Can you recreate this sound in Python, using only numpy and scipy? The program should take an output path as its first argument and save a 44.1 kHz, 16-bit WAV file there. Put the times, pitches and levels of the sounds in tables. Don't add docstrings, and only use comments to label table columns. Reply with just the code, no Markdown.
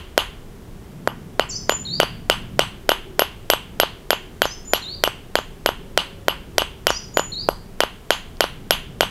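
import sys
import numpy as np
from scipy import signal
from scipy.fft import rfft, irfft
from scipy.io import wavfile
from scipy.ndimage import uniform_filter1d

SR = 44100
rng = np.random.default_rng(int(sys.argv[2]) if len(sys.argv) > 2 else 0)


def put_to_file(sound):
    columns = np.atleast_2d(sound).T
    safe = np.clip(columns, -1, 1)
    whole_steps = np.round(safe * 32767)
    wavfile.write(sys.argv[1], SR, whole_steps.astype(np.int16))


def amplitude_ratio(level_db):
    exponent = np.asarray(level_db, float) / 20
    return 10 ** exponent


N = 401310

# [t/s, peak level/dB, crack level/dB re peak, hammer head level/dB re peak]
BLOWS = [(-0.083, -0.5, -18, -23), (0.177, 3, -18, -37.5), (1.395, 0, -23.5, -45),
         (1.694, -0.5, -21.5, -34.5), (2, 2, -17, -38), (2.298, 3, -17.5, -43), (2.592, 3, -17, -47),
         (2.891, 2, -17.5, -31), (3.193, 2, -17.5, -24), (3.5, 1, -14.5, -23), (3.799, 0.5, -15, -24),
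         (4.105, -0.5, -16.5, -27), (4.418, -0.5, -19, -30), (4.734, 0, -14, -26.5),
         (5.037, 0.5, -16.5, -29.5), (5.354, -1.5, -19, -36), (5.66, -0.5, -17, -30.5),
         (5.975, 0, -16.5, -52), (6.282, 0, -21, -33), (6.581, 1, -14.5, -33), (6.868, 1, -16.5, -35),
         (7.171, -2, -21, -32), (7.804, 0, -17.5, -37), (8.105, 1.5, -16.5, -38), (8.406, 1.5, -17.5, -35),
         (8.707, 0.5, -13.5, -26.5), (9.007, 0.5, -14, -33)]
# [t/s, peak level/dB, hardness/dB, blade level/dB, crack level/dB]
MUFFLED = [
    (1.074, -5.5, 2, -23.5, -28.5),
    (7.4873, -1.5, -1, -34, -23.5),
]
# [t/s, peak level/dB, blade level/dB, crack level/dB]
BOUNCES = [(1.721, -16.5, -40, -26), (2.0309, -8.5, -28, -27), (2.917, -6, -19, -28),
           (3.2195, -5.5, -17, -39), (3.5345, -5.5, -15.5, -28), (3.8326, -7.5, -17.5, -45),
           (4.13, -9.5, -15.5, -34), (4.454, -11, -38, -26), (5.075, -10, -27, -30.5),
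           (5.387, -13, -33, -31), (5.689, -9.5, -32, -29), (6.6188, -11.5, -17, -27),
           (6.9034, -7.5, -24, -23.5), (7.194, -8, -30, -28), (7.835, -9, -38, -30),
           (8.44, -11, -33, -26.5), (9.0307, -11, -22, -33)]
# [t/s, peak level/dB, blade level/dB, crack level/dB]
GRIT_TICKS = [
    (8.369, -68, -20, 12),
]
# [f/Hz, level/dB, t60/s]
KNOCK = [(413, -15, 0.0195), (588, 2.5, 0.0091), (988, -5, 0.0085), (1478, -2, 0.006),
         (1962, -14.5, 0.0086)]
# [f/Hz, level/dB, t60/s]
BLADE = [(3100, 1, 0.0115), (2850, -4, 0.007), (3340, -6, 0.008)]
# [f/Hz, level/dB, t60/s]
CRACK = [(4070, -23, 0.00087), (4570, 14, 0.0027), (5160, 11.5, 0.0034), (5700, -0.5, 0.0089),
         (7670, -9, 0.00067), (8600, -0.5, 0.0048), (14200, -28, 0.0043), (14500, -34, 0.003)]
# [level/dB, t60/s]
HEAD_DECAYS = [
    (0, .02),
    (1, .115),
]
# [low f/Hz, high f/Hz]
CLICK_BANDS = [(1740, 3900), (3900, 5000), (5000, 6300), (6300, 7600), (7600, 9000), (9000, 14000)]
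# [delay t/s, level/dB]
ECHOES = [(.0075, -21.5), (.0115, -14.5), (.015, -18), (.0218, -15), (.0242, -21), (.029, -60), (.042, -17)]
# [delay t/s, level/dB]
BLADE_ECHOES = [(.0111, -5), (.0125, -8), (.0145, -55), (.0165, -12), (.0205, -31), (.024, -19.5),
                (.028, -9)]
# [f/Hz, level/dB, t60/s]
YARD = [(290, -16, 0.081), (660, -38, 0.13), (1140, -22.5, 0.38), (2200, -25, 0.13), (3090, -14, 0.42),
        (4300, -2, 0.13), (6500, -14.5, 0.3), (9400, -19, 0.094), (13700, -19, 0.091)]
# [share of the length, pitch f/Hz, level/dB]
HIGH_VOICE = [(0, 8000, -8), (.16, 6500, -1.5), (.36, 5720, -2), (.62, 5750, -3.5), (1, 6060, 0.5)]
LOW_VOICE = [(.05, 5700, -5), (.33, 4350, -8), (.6, 4620, -3.5), (.86, 5150, 4), (1, 5200, -17)]
WHISTLE = [(0, 6900, -8), (.35, 7030, -3.5), (.6, 7036, -3), (.92, 6990, -5), (1, 6720, -14)]
UPSLUR = [(0, 4600, -1), (.17, 3680, -2.5), (.55, 4430, 0), (.92, 4830, -2), (1, 5006, -16)]
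# [t/s, length t/s, level/dB, pitch ratio, share of the full pitch swing]
DUETS = [(1.492, 0.089, -31.5, 1.02, 1.04), (4.444, .1, -40, 1.03, 0.84), (6.89, 0.095, -33.5, .99, .9)]
WHISTLES = [(1.688, .092, -24, 0.99, 1.3), (4.647, 0.11, -35, 1.005, 0.91),
            (7.139, 0.091, -27.5, .993, 1.01)]
UPSLURS = [(1.853, .137, -29.5, 1.01, 1.07), (4.822, 0.14, -33.5, 0.98, 1.06),
           (7.321, .124, -30, 1.01, 1.01)]
# [f/Hz, level/dB per Hz]
AIR = [(12, -53), (20, 15.5), (37, -2), (134, -5.5), (310, -11.5), (472, -10.5), (527, -16.5), (590, -15.5),
       (976, -20), (2600, -28), (3070, -27.5), (4060, -32), (16000, -37.5)]
# [t/s, half-width t/s, rise level/dB]
RUMBLE_PASSES = [(1.3, 0.63, 4.5), (2.2, 0.84, 7.5), (5.8, 0.17, 2.5), (9.2, 0.55, 5)]
DRONE_PASSES = [(1.7, 0.13, 4.3), (3.15, 0.33, 9.3), (4.3, 0.31, 12), (5.0, 0.17, 4.1), (5.9, .2, 9.7),
                (6.6, 0.32, 11), (7.2, 0.087, 6.6), (8.9, 0.48, 4.4)]
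# [t/s, length t/s, f/Hz, level/dB]
HUM = [
    (4.92, .11, 558, -53),
    (5.852, .08, 554, -56),
    (5.967, 0.49, 552, -54),
]

USUAL_CRACK_DB, HARD_DB, HARD_PER_CRACK, BLADE_DB, BLADE_PER_CRACK = -12, 3.5, 0.12, -12.5, 0.3
MUFFLED_HEAD_DB, BOUNCE_HARD_DB, BOUNCE_HEAD_DB = -37, 0.7, -40
PUSH_S, SOFTER_PER_DB, SLAP_DB = 0.0003, 0.2159, 4
TRAVEL_S = 0.0008
BLADE_BOOST_DB, CRACK_BOOST_DB, HEAD_BOOST_DB, HEAD_HZ = 9, 6.5, 4.5, 11632
GRIT_DB, GRIT_T60_S, CLICK_DB, CLICK_SCATTER_DB = 4.5, 0.021, 30.5, 2.5
TO_WALLS_KNOCK_DB, TO_WALLS_BLADE_DB = -7.5, -1
THUD_HZ, THUD_DB, THUD_RISE_S, THUD_T60_S = 45.9, -34, 0.029, 0.52
ECHO_BAND_HZ, YARD_START_S, YARD_RISE_S = (830, 1300), 0.003, 0.022
BIRD_WET_DB, BIRD_T60_S, BIRD_RISE_S = -2, 0.46, 0.0017
SCOOP_S, SCOOP_DEPTH, OVERTONE_DB, FLUTTER_DB, FLUTTER_HZ = 0.003, 0.5, -42, 2.5, 90
DEEP_HZ, RUMBLE_HZ, DRONE_HZ = (25.1, 86.5), (90.4, 214.4), (341, 418)
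AIR_DB, DEEP_DB, RUMBLE_DB, DRONE_DB = -40.5, -47, -46, -56.5
WANDER_DB, WANDER_HZ = 3, 3.3
OVERLOAD, TOP_HZ, SIDE_DB, SIDE_LOW_DB = 0.93, 15750, -25, -36


def contacts():
    square = []
    for s, peak_db, crack_db, head_db in BLOWS:
        sharper = crack_db - USUAL_CRACK_DB
        hard_db = HARD_DB + HARD_PER_CRACK * sharper
        blade_db = BLADE_DB + BLADE_PER_CRACK * sharper
        square.append((s, peak_db, hard_db, blade_db, crack_db, head_db))
    dull = [row + (MUFFLED_HEAD_DB,) for row in MUFFLED]
    light = [(s, peak_db, BOUNCE_HARD_DB, blade_db, crack_db, BOUNCE_HEAD_DB)
             for s, peak_db, blade_db, crack_db in BOUNCES + GRIT_TICKS]
    return sorted(square + dull), light


def hammer(rows):
    out, t = np.zeros((3, N + 2 * SR)), np.arange(SR // 4) / SR
    chance = rng.standard_normal((len(rows), 2, 8))
    upper = np.arange(8) >= 3
    for (s, peak_db, hard_db, blade_db, crack_db, head_db), (a, b) in zip(rows, chance):
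        push = PUSH_S * (1 + SOFTER_PER_DB * max(HARD_DB - hard_db, 0))
        after = np.maximum(t - push, 0)
        detune = 1 + 0.015 * a
        slap = amplitude_ratio(SLAP_DB) * np.sin(np.pi * np.minimum(t / push, 1))
        knock = slap - ring(KNOCK, after, detune, b + hard_db * upper)
        blade = amplitude_ratio(blade_db + BLADE_BOOST_DB) * ring(BLADE, after, detune[3:] ** 0.5, b[3:])
        crack = amplitude_ratio(crack_db + CRACK_BOOST_DB) * ring(CRACK, after, detune[::-1], 1.5 * b[::-1])
        head_decay = sum(amplitude_ratio(db) * fade(t, t60) for db, t60 in HEAD_DECAYS)
        head = amplitude_ratio(head_db + HEAD_BOOST_DB) * np.sin(2 * np.pi * HEAD_HZ * after) * head_decay
        crushed = amplitude_ratio(crack_db + GRIT_DB) * band(noise(len(t)), 2800, 10700) * fade(t, GRIT_T60_S)

        spike = 1.0 * (t == 0)
        click = sum(amplitude_ratio(CLICK_SCATTER_DB * c) * band(spike, *hz) for hz, c in zip(CLICK_BANDS, a))
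        click = amplitude_ratio(crack_db + CLICK_DB) * click
        far_knock = amplitude_ratio(TO_WALLS_KNOCK_DB + hard_db) * knock
        far_blade = amplitude_ratio(TO_WALLS_BLADE_DB) * blade * fade(t, 0.018)

        i = int((1 + s + TRAVEL_S) * SR)
        out[0, i:i + len(t)] += amplitude_ratio(peak_db) * (knock + blade - crack + head + amplitude_ratio(-8) * crushed)
        out[1, i:i + len(t)] += amplitude_ratio(peak_db) * (far_knock + far_blade + click)
        out[2, i:i + len(t)] += amplitude_ratio(peak_db) * blade
    return out


def ring(modes, t, detune, scatter_db):
    hz, db, t60 = np.transpose(modes)[:, :, None]
    k = len(modes)
    size = amplitude_ratio(db + scatter_db[:k, None]) * fade(t, t60)
    return (size * np.sin(2 * np.pi * hz * detune[:k, None] * t)).sum(axis=0)


def thuds():
    out, t = np.zeros(N + 2 * SR), np.arange(SR // 2) / SR
    shape = np.minimum(t / THUD_RISE_S, 1) ** 2 * fade(t, THUD_T60_S)
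    for s, peak_db, *_ in BLOWS + MUFFLED:
        a, b = noise(2)
        tone = np.sin(2 * np.pi * THUD_HZ * (1 + 0.12 * b) * t)
        i = int((1 + s) * SR)
        out[i:i + len(t)] += amplitude_ratio(THUD_DB + peak_db + 1.5 * a) * shape * tone
    return out[SR:SR + N]


def yard():
    t = np.arange(int(0.6 * SR)) / SR
    rise = np.clip((t - YARD_START_S) / YARD_RISE_S, 0, 1)
    out = band(taps(ECHOES, len(t)), *ECHO_BAND_HZ)
    for hz, db, t60 in YARD:
        scattered = level(band(noise(len(t)), hz / 1.45, hz * 1.45), db - 33)
        out += scattered * fade(t, t60) * rise
    return out


def blade_beam():
    return band(taps(BLADE_ECHOES, SR // 10), 2820, 3010, order=1)


def taps(echoes, length):
    out = np.zeros(length)
    for s, db in echoes:
        out[int(s * SR)] += amplitude_ratio(db)
    return out


def bird():
    scooped = whistle(sung(HIGH_VOICE, DUETS) + sung(UPSLUR, UPSLURS), SCOOP_DEPTH, lead_s=0.0046)
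    plain = whistle(sung(LOW_VOICE, DUETS) + sung(WHISTLE, WHISTLES), 0, 0)
    song = scooped + plain
    t = np.arange(SR) / SR
    tail = noise(SR) * fade(t, BIRD_T60_S) * np.minimum(t / BIRD_RISE_S, 1)
    tail /= np.sqrt(np.sum(tail ** 2))
    return song + amplitude_ratio(BIRD_WET_DB) * signal.fftconvolve(song, tail)[:N]


def sung(shape, rows):
    share, hz, db = np.transpose(shape)
    notes = []
    for s, length, level_db, ratio, swing in rows:
        pitch = ratio * (hz[-1] + swing * (hz - hz[-1]))
        notes.append(np.transpose([s + share * length, pitch, db + level_db]))
    return notes


def whistle(notes, scoop, lead_s):
    out = np.zeros(N)
    for s, hz, db in (np.transpose(note) for note in notes):
        t = np.arange(int((s[0] - lead_s) * SR), int(s[-1] * SR)) / SR
        pitch = uniform_filter1d(np.interp(t, s, hz), size=400, mode="nearest")
        pitch *= 1 - scoop * np.exp(-(t - t[0]) / SCOOP_S)
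        phase = 2 * np.pi * np.cumsum(pitch) / SR
        flutter_db = FLUTTER_DB * np.interp((t - t[0]) * FLUTTER_HZ, np.arange(64), noise(64))
        size = np.sqrt(2) * amplitude_ratio(np.interp(t, s, db) + flutter_db) * signal.windows.tukey(len(t), 0.12)
        tone = np.sin(phase) + amplitude_ratio(OVERTONE_DB) * np.sin(2 * phase)
        out[int(t[0] * SR):][:len(t)] += size * tone
    return out


def background():
    hz, db = np.transpose(AIR)
    f = np.fft.rfftfreq(N, 1 / SR)
    colour = amplitude_ratio(np.interp(np.log(f + 1), np.log(hz), db))
    air = level(irfft(rfft(noise(N)) * colour, N), AIR_DB)
    rumble = level(band(noise(N), *RUMBLE_HZ), 0) * swell(RUMBLE_PASSES, RUMBLE_DB)
    drone = level(band(noise(N), *DRONE_HZ), 0) * swell(DRONE_PASSES, DRONE_DB)
    deep = level(band(noise(N), *DEEP_HZ), 0) * swell([], DEEP_DB)
    hum = whistle([[(s, hz, db), (s + length, hz, db)] for s, length, hz, db in HUM], 0, 0)
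    return air + deep + rumble + drone + hum


def swell(passes, db):
    t, k = np.arange(N) / SR, int(SR / WANDER_HZ)
    wander = uniform_filter1d(np.repeat(noise(N // k + 1), k), k)[:N]
    rise_db = sum(up_db * np.exp(-((t - s) / width) ** 2) for s, width, up_db in passes)
    return amplitude_ratio(db + WANDER_DB * wander + rise_db)


def noise(length):
    return rng.standard_normal(length)


def level(x, db):
    return x * amplitude_ratio(db) / np.sqrt(np.mean(x ** 2))


def band(x, lo_hz, hi_hz, order=2):
    sos = signal.butter(order, [lo_hz, min(hi_hz, 0.45 * SR)], "band", fs=SR, output="sos")
    return signal.sosfilt(sos, x)


def fade(t, t60):
    return np.exp(-np.log(1000) * t / t60)


def scene():
    blows, bounces = contacts()
    near, far, blade = hammer(blows) + hammer(bounces)
    walls = signal.fftconvolve(far, yard())[SR:SR + N]
    beam = signal.fftconvolve(blade, blade_beam())[SR:SR + N]
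    mono = near[SR:SR + N] + walls + beam + bird() + background() + thuds()
    return np.array([mono, mono])


def top_cut(x):
    return signal.sosfilt(signal.butter(12, 16680, fs=SR, output="sos"), x)


def record(dry):
    x = signal.sosfilt(signal.ellip(10, 0.2, 70, TOP_HZ, fs=SR, output="sos"), dry)
    x = np.clip(x, -OVERLOAD, OVERLOAD)
    x = signal.sosfilt(signal.butter(8, TOP_HZ - 200, fs=SR, output="sos"), x)
    share = amplitude_ratio(SIDE_DB) * band(x[0], 10500, 21000) + amplitude_ratio(SIDE_LOW_DB) * x[0]
    side = share * level(uniform_filter1d(noise(N), size=40), 0)
    mix = x + side * np.array([[1], [-1]])
    return top_cut(mix)


dry = scene()
out = record(dry)
put_to_file(out)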